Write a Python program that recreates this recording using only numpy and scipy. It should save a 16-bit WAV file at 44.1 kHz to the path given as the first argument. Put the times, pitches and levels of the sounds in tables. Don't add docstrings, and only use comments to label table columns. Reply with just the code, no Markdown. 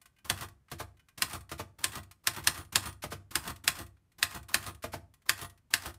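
import sys
import numpy as np
from scipy import signal
from scipy.fft import rfft, irfft
from scipy.io import wavfile

SR = 44100
rng = np.random.default_rng(int(sys.argv[2]) if len(sys.argv) > 2 else 0)


def transcribe(signal):
    frames = np.atleast_2d(signal).T
    limited = np.clip(frames, -1, 1)
    pcm = np.round(limited * 32767).astype(np.int16)
    wavfile.write(sys.argv[1], SR, pcm)


N = 263718
AGE_S = np.arange(26460) / SR

# (time [s], click [dB], brightness [dB], link tinkle [dB])
KEY_TOUCHES = [(.015, -59, 16, -65), (.056, -57.5, 2, -66), (0.163, -78.5, 5.5, -69),
               (.185, -68.5, 0, -66.5), (0.683, -63, -18, -71), (0.969, -72.5, -2.5, -73.5),
               (.994, -68, -4, -64), (1.085, -61, -1, -67), (1.492, -52, 0, -72), (2.111, -52.5, 1.5, -74),
               (3.968, -74, -10.5, -86), (4.118, -70, 0.5, -78.5), (5.138, -61.5, 7, -81),
               (5.219, -69.5, -2, -85), (5.575, -67.5, -1.5, -79)]
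# (strike time [s], key travel before [s], bar fall after [s], finger [dB], force [dB],
# hollowness [dB], sharpness [dB], push through case [dB], rattle [dB], spring pitch [Hz], spring [dB])
KEYSTROKES = [(0.299, 0.055, .11, -50, -29, -7.5, 1.5, -34.5, -35, 9300, -66),
              (1.2213, 0.047, 0.11, -44, -27, -8, 1, -43, -35, 9200, -48),
              (1.842, .058, .112, -53.5, -29, -6, 3.5, -41.5, -35.5, 9500, -66),
              (2.272, 0.036, 0.091, -66, -26.5, -3.5, 1, -41.5, -36, 9750, -64),
              (2.4727, 0.036, .104, -44, -25, -3.5, 3.5, -39, -40, 9700, -48),
              (2.7573, 0.036, 0.1, -42, -25.5, -3.5, 4, -35, -35, 9300, -43.5),
              (3.3553, 0.049, .121, -47, -28.5, -4.5, 1, -39, -32.5, 9200, -60.5),
              (3.678, 0.041, 0.11, -45.5, -24.5, -2, 0.5, -41, -38, 8950, -53),
              (4.228, .047, .119, -53.5, -26.5, 0, 0.5, -43.5, -37.5, 9000, -57.5),
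              (4.5436, 0.061, 0.12, -48, -26, .5, 1, -39.5, -36, 9700, -48.5),
              (5.294, 0.039, 0.12, -71, -26, 0, 2.5, -42.5, -36, 10070, -46),
              (5.7382, .035, 0.12, -55, -26, 0, 0.5, -44.5, -35.5, 9700, -53)]
# (time [s], hold [s], linkage slide [dB], knock down [dB], knock up [dB])
SPACE_STROKES = [(0.7148, 0.085, -60.5, -42.5, -36), (1.515, .08, -55, -40, -36),
                 (3.037, 0.083, -42, -36, -37.5), (4.8386, 0.097, -48, -33.5, -35.5)]

# (frequency [Hz], level [dB], t60 [s])
CASE_MODES = [(700, -7, .11), (865, -8, .1), (1062, -4, .12), (1217, -3, .1), (1520, -4, .07),
              (1900, -1, .07), (2512, -5, .06), (2760, -5, .06), (3160, -5, .06), (3420, -3, .06),
              (4331, -3, .06), (8330, -2, .05), (9157, -3, .05)]
LINK_MODES = [(1540, -6.5, 0.25), (2010, -1, .06), (2200, 1.5, 0.051), (2445, -2, 0.11), (2800, -4, .07),
              (2955, -1.5, 0.1)]
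DESK_MODES = [(66, -2.5, 0.57), (80, -6.5, .35), (95, 1.5, 0.5), (116, -5, 0.23), (142, -4, .3),
              (202.5, -5, 0.28), (246, -7, 0.21), (324.8, -1, .24), (345.9, -6.5, 0.3)]
SPACE_BAR_MODES = [(452, -3, .1), (530, -7, .05), (603, 1, .08), (689, 2, .08), (861, -1, .07),
                   (1066, -4, .07), (1217, -2, .07), (1500, -4, .05)]
# (frequency [Hz], level [dB])
PLATEN_MODES = [(1728, 3.5), (1150, -23.5)]
TYPEBAR_MODES = [(2650, 3.5), (3430, 0.5), (4250, -1), (4950, 1.5)]
# (frequency [Hz], density [dB])
METAL_SPECTRUM = [(100, -20), (450, -26), (800, -8), (1150, 2), (2000, 3), (3300, 0), (5000, -1.5),
                  (7000, -4), (9000, -3), (12000, -4), (16000, -9)]
THUMP_SPECTRUM = [(25, -36), (50, -9), (88, 3.5), (140, 0), (200, -22), (320, -8.5), (450, -20), (900, -27),
                  (3000, -78)]
RATTLE_SPECTRUM = [(100, 4.5), (320, 1), (480, -4), (750, 0), (1150, 6), (2000, -5.5), (4000, -9.5),
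                   (7000, -11.5), (9500, -12.5), (12000, -11.5), (16000, -10)]
CRACK_SPECTRUM = [(500, -37.5), (1500, -11), (4000, 2), (6500, -5), (8500, 2), (10500, -6.5), (13000, -6.5),
                  (16000, -32.5)]
PUSH_SPECTRUM = [(50, -11), (100, -7), (240, 0), (330, 2.5), (430, -6.5), (700, -1), (1100, 0),
                 (3000, -34.5)]
HOLLOW_SPECTRUM = [(100, -11), (280, 3), (400, -8.5), (620, -2.5), (1200, 0), (1900, -11.5), (3500, -17.5),
                   (9000, -29.5)]
HUSH_SPECTRUM = [(20, -13), (45, 0), (75, -4.5), (130, -5), (250, -13.5), (500, -23.5), (1100, -26.5),
                 (2000, -29.5), (4000, -36.5), (10000, -38), (16000, -42.5)]
# (frequency [Hz], t60 [s])
ROOM_DECAY = [(80, 0.62), (300, 0.36), (1000, 0.29), (4000, 0.22), (9000, .25), (16000, 0.17)]

SWARM_LEAD_S, SWARM_WIDTH_S = .08, .027


def amp(db):
    return 10 ** (np.asarray(db) / 20)


def curve_at(points, hz):
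    point_hz, value = np.transpose(points)
    return np.interp(np.log(hz + 1), np.log(point_hz), value)


def unit(x):
    return x * np.sqrt(.01 * SR / (np.sum(x ** 2) + 1e-20))


def add(mix, at_s, sound):
    part = mix[max(round(at_s * SR), 0):][:len(sound)]
    part += sound[:len(part)]


def noise(spectrum, bright_db=0, size=len(AGE_S)):
    hz = np.fft.rfftfreq(size, 1 / SR)
    tilt = curve_at([(1500, -.5), (9000, .5)], hz)
    gain = amp(curve_at(spectrum, hz) + bright_db * tilt)
    x = irfft(rfft(rng.standard_normal(size)) * gain, size)
    return x / np.std(x)


def envelope(t60_s, rise_s):
    return np.exp(-np.log(1000) * AGE_S / t60_s) * (1 - np.exp(-AGE_S / rise_s))


def burst(spectrum, t60_s, rise_s, bright_db=0):
    return unit(noise(spectrum, bright_db) * envelope(t60_s, rise_s))


def ring(modes, rise_s):
    phases = rng.random(len(modes))
    shares, shifts = rng.standard_normal((2, len(modes)))
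    out = np.zeros(len(AGE_S))
    for (hz, db, t60_s), phase, share, shift in zip(modes, phases, shares, shifts):
        tone = np.sin(2 * np.pi * (hz * (1 + .012 * shift) * AGE_S + phase))
        out += amp(db + 2 * share) * tone * envelope(t60_s, rise_s)
    return unit(out)


def click(bright_db=0, rise_s=.001):
    steel = burst(METAL_SPECTRUM, t60_s=.052, rise_s=rise_s, bright_db=bright_db)
    return steel + amp(-6.5) * ring(CASE_MODES, rise_s=.0005)


def key_touches():
    out = np.zeros(N)
    for at_s, click_db, bright_db, tinkle_db in KEY_TOUCHES:
        link = ring(LINK_MODES, rise_s=.002)
        steel = burst(METAL_SPECTRUM, t60_s=.07, rise_s=.003, bright_db=-4)
        add(out, at_s, amp(click_db) * click(bright_db, rise_s=.002))
        add(out, at_s, amp(tinkle_db) * unit(link + amp(-6) * steel))
    return out


def desk_thump():
    return unit(ring(DESK_MODES, rise_s=.005) + amp(-2) * burst(THUMP_SPECTRUM, t60_s=.2, rise_s=.004))


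def key_presses(usual_finger_db=-47):
    out = np.zeros(N)
    for strike_s, travel_s, _, finger_db, *_ in KEYSTROKES:
        onset = envelope(t60_s=.064, rise_s=.0033) * np.clip(AGE_S / .0081, 0, 1)
        take_up = unit(noise(METAL_SPECTRUM, bright_db=2) * onset)
        moving = np.interp(AGE_S, [0, .008, travel_s + .12, travel_s + .18], [0, .8, .7, 0])
        catching = amp(2.5 * noise([(50, 0), (200, -6), (600, -50)]))
        slide_db = -49.5 + .26 * (finger_db - usual_finger_db)
        slide = amp(slide_db) * moving * catching * noise(RATTLE_SPECTRUM, bright_db=1.5)
        add(out, strike_s - travel_s, amp(finger_db) * (take_up + amp(-4) * desk_thump()) + slide)
    return out


def slap(modes, rise_s, contact_s):
    detunes = 1 + .015 * rng.standard_normal(len(modes))
    pressed = (1 - np.exp(-AGE_S / rise_s)) * np.exp(-(AGE_S / contact_s) ** 2)
    tones = sum(amp(db) * np.cos(2 * np.pi * hz * detune * AGE_S)
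                for (hz, db), detune in zip(modes, detunes))
    return unit(pressed * tones)


def typebar_strikes(swing_samples=1500):
    out = np.zeros(N)
    for strike_s, _, _, _, force_db, hollow_db, sharp_db, push_db, *_ in KEYSTROKES:
        graze = burst(METAL_SPECTRUM, t60_s=.022, rise_s=.0004)[:swing_samples][::-1]
        add(out, strike_s - swing_samples / SR, amp(force_db + sharp_db - 15.5) * graze)
        thock = slap(PLATEN_MODES, rise_s=.0012, contact_s=.002)
        clack = slap(TYPEBAR_MODES, rise_s=.0004, contact_s=.0022)
        add(out, strike_s, amp(force_db + hollow_db) * thock + amp(force_db - sharp_db) * clack)
        crack = burst(CRACK_SPECTRUM, t60_s=.031, rise_s=.000084)
        snap = burst(CRACK_SPECTRUM, t60_s=.0034, rise_s=.0001)
        add(out, strike_s, amp(force_db + sharp_db) * unit(crack + amp(-3) * snap))
        frame = burst(METAL_SPECTRUM, t60_s=.065, rise_s=.0014)
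        case = ring(CASE_MODES, rise_s=.0024)
        add(out, strike_s, amp(force_db - 1) * frame + amp(force_db - 8.5) * case)
        push = burst(PUSH_SPECTRUM, t60_s=.12, rise_s=.00087)
        add(out, strike_s, amp(push_db) * (push + desk_thump()))
    return out


def bar_swarm(peak_impacts_per_s=180, spread_db=4):
    tap = burst(RATTLE_SPECTRUM, t60_s=.043, rise_s=.00016, bright_db=-1.5)
    tap += amp(-8) * ring(CASE_MODES, rise_s=.0009)
    swell = np.exp(-((AGE_S - SWARM_LEAD_S) / SWARM_WIDTH_S) ** 2)
    sizes = amp(spread_db * np.clip(rng.standard_normal(len(AGE_S)), -2, 2))
    hits = rng.random(len(AGE_S)) < peak_impacts_per_s / SR
    return signal.fftconvolve(hits * sizes * swell, tap)[:len(AGE_S)]


def typebar_falls():
    out = np.zeros(N)
    for strike_s, _, fall_s, *_, rattle_db, spring_hz, spring_db in KEYSTROKES:
        landing_s = strike_s + fall_s
        peak_s = landing_s + .012
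        add(out, strike_s + .69 * fall_s, amp(-48) * click())
        add(out, strike_s + .8 * fall_s, amp(-47.5) * click(bright_db=-6))
        add(out, landing_s, amp(rattle_db - 6) * click(bright_db=3, rise_s=.0006))
        rattle = unit(sum(bar_swarm() for _ in range(4)))
        add(out, peak_s - SWARM_LEAD_S, amp(rattle_db) * rattle)
        add(out, peak_s - .008, amp(-39) * desk_thump())
        coil = [(spring_hz - 1200, -26), (spring_hz - 300, -8), (spring_hz, 0),
                (spring_hz + 300, -8), (spring_hz + 1200, -26)]
        add(out, peak_s - .018, amp(spring_db) * burst(coil, t60_s=.17, rise_s=.012))
        add(out, landing_s + .69 * fall_s, amp(rattle_db - 21) * click(bright_db=4.5))
    return out


def space_bar(usual_knock_db=-34.5, release_slide_db=-50):
    out = np.zeros(N)
    sliding = np.interp(AGE_S, [0, .008, .02, .035], [.33, .97, .82, 0])
    for down_s, hold_s, press_slide_db, down_db, up_db in SPACE_STROKES:
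        up_s = down_s + hold_s
        moves = (down_s, press_slide_db, down_db), (up_s, release_slide_db, up_db)
        for at_s, slide_db, knock_db in moves:
            add(out, at_s - .016, amp(slide_db) * sliding * noise(METAL_SPECTRUM))
            hollow = burst(HOLLOW_SPECTRUM, t60_s=.091, rise_s=.002)
            knock = unit(ring(SPACE_BAR_MODES, rise_s=.003) + amp(-1) * hollow)
            chatter = burst(METAL_SPECTRUM, t60_s=.088, rise_s=.005, bright_db=-4)
            chatter_db = -40.5 + .06 * (knock_db - usual_knock_db)
            add(out, at_s, amp(knock_db) * knock + amp(chatter_db) * chatter + amp(-38.5) * desk_thump())
        add(out, down_s, amp(-44.5) * click(rise_s=.0003))
        add(out, up_s - .004, amp(-47) * click(bright_db=-1.5))
    return out


def room(x, reflections_per_s=4000):
    taps = rng.standard_normal(len(AGE_S)) * (rng.random(len(AGE_S)) < reflections_per_s / SR)
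    taps *= np.clip((AGE_S - .003) / .0026, 0, 1)
    hz, time_s, spectra = signal.stft(taps, SR, nperseg=256)
    decay = np.exp(-np.log(1000) * time_s / curve_at(ROOM_DECAY, hz)[:, None])
    _, tail = signal.istft(spectra * decay, SR, nperseg=256)
    return signal.fftconvolve(x, tail / np.linalg.norm(tail))[:N]


def scene():
    machine = key_touches() + key_presses() + typebar_strikes() + typebar_falls() + space_bar()
    return (machine + amp(-13.5) * room(machine) + amp(-73) * noise(HUSH_SPECTRUM, size=N))[None]


def record(dry, low_hz=45, high_hz=15600):
    thin = signal.sosfilt(signal.butter(2, low_hz, "highpass", fs=SR, output="sos"), dry)
    lowpass = signal.firwin(255, high_hz, window=("kaiser", 8), fs=SR)
    return signal.oaconvolve(thin, lowpass[None], "same")


dry = scene()
out = record(dry)
transcribe(out)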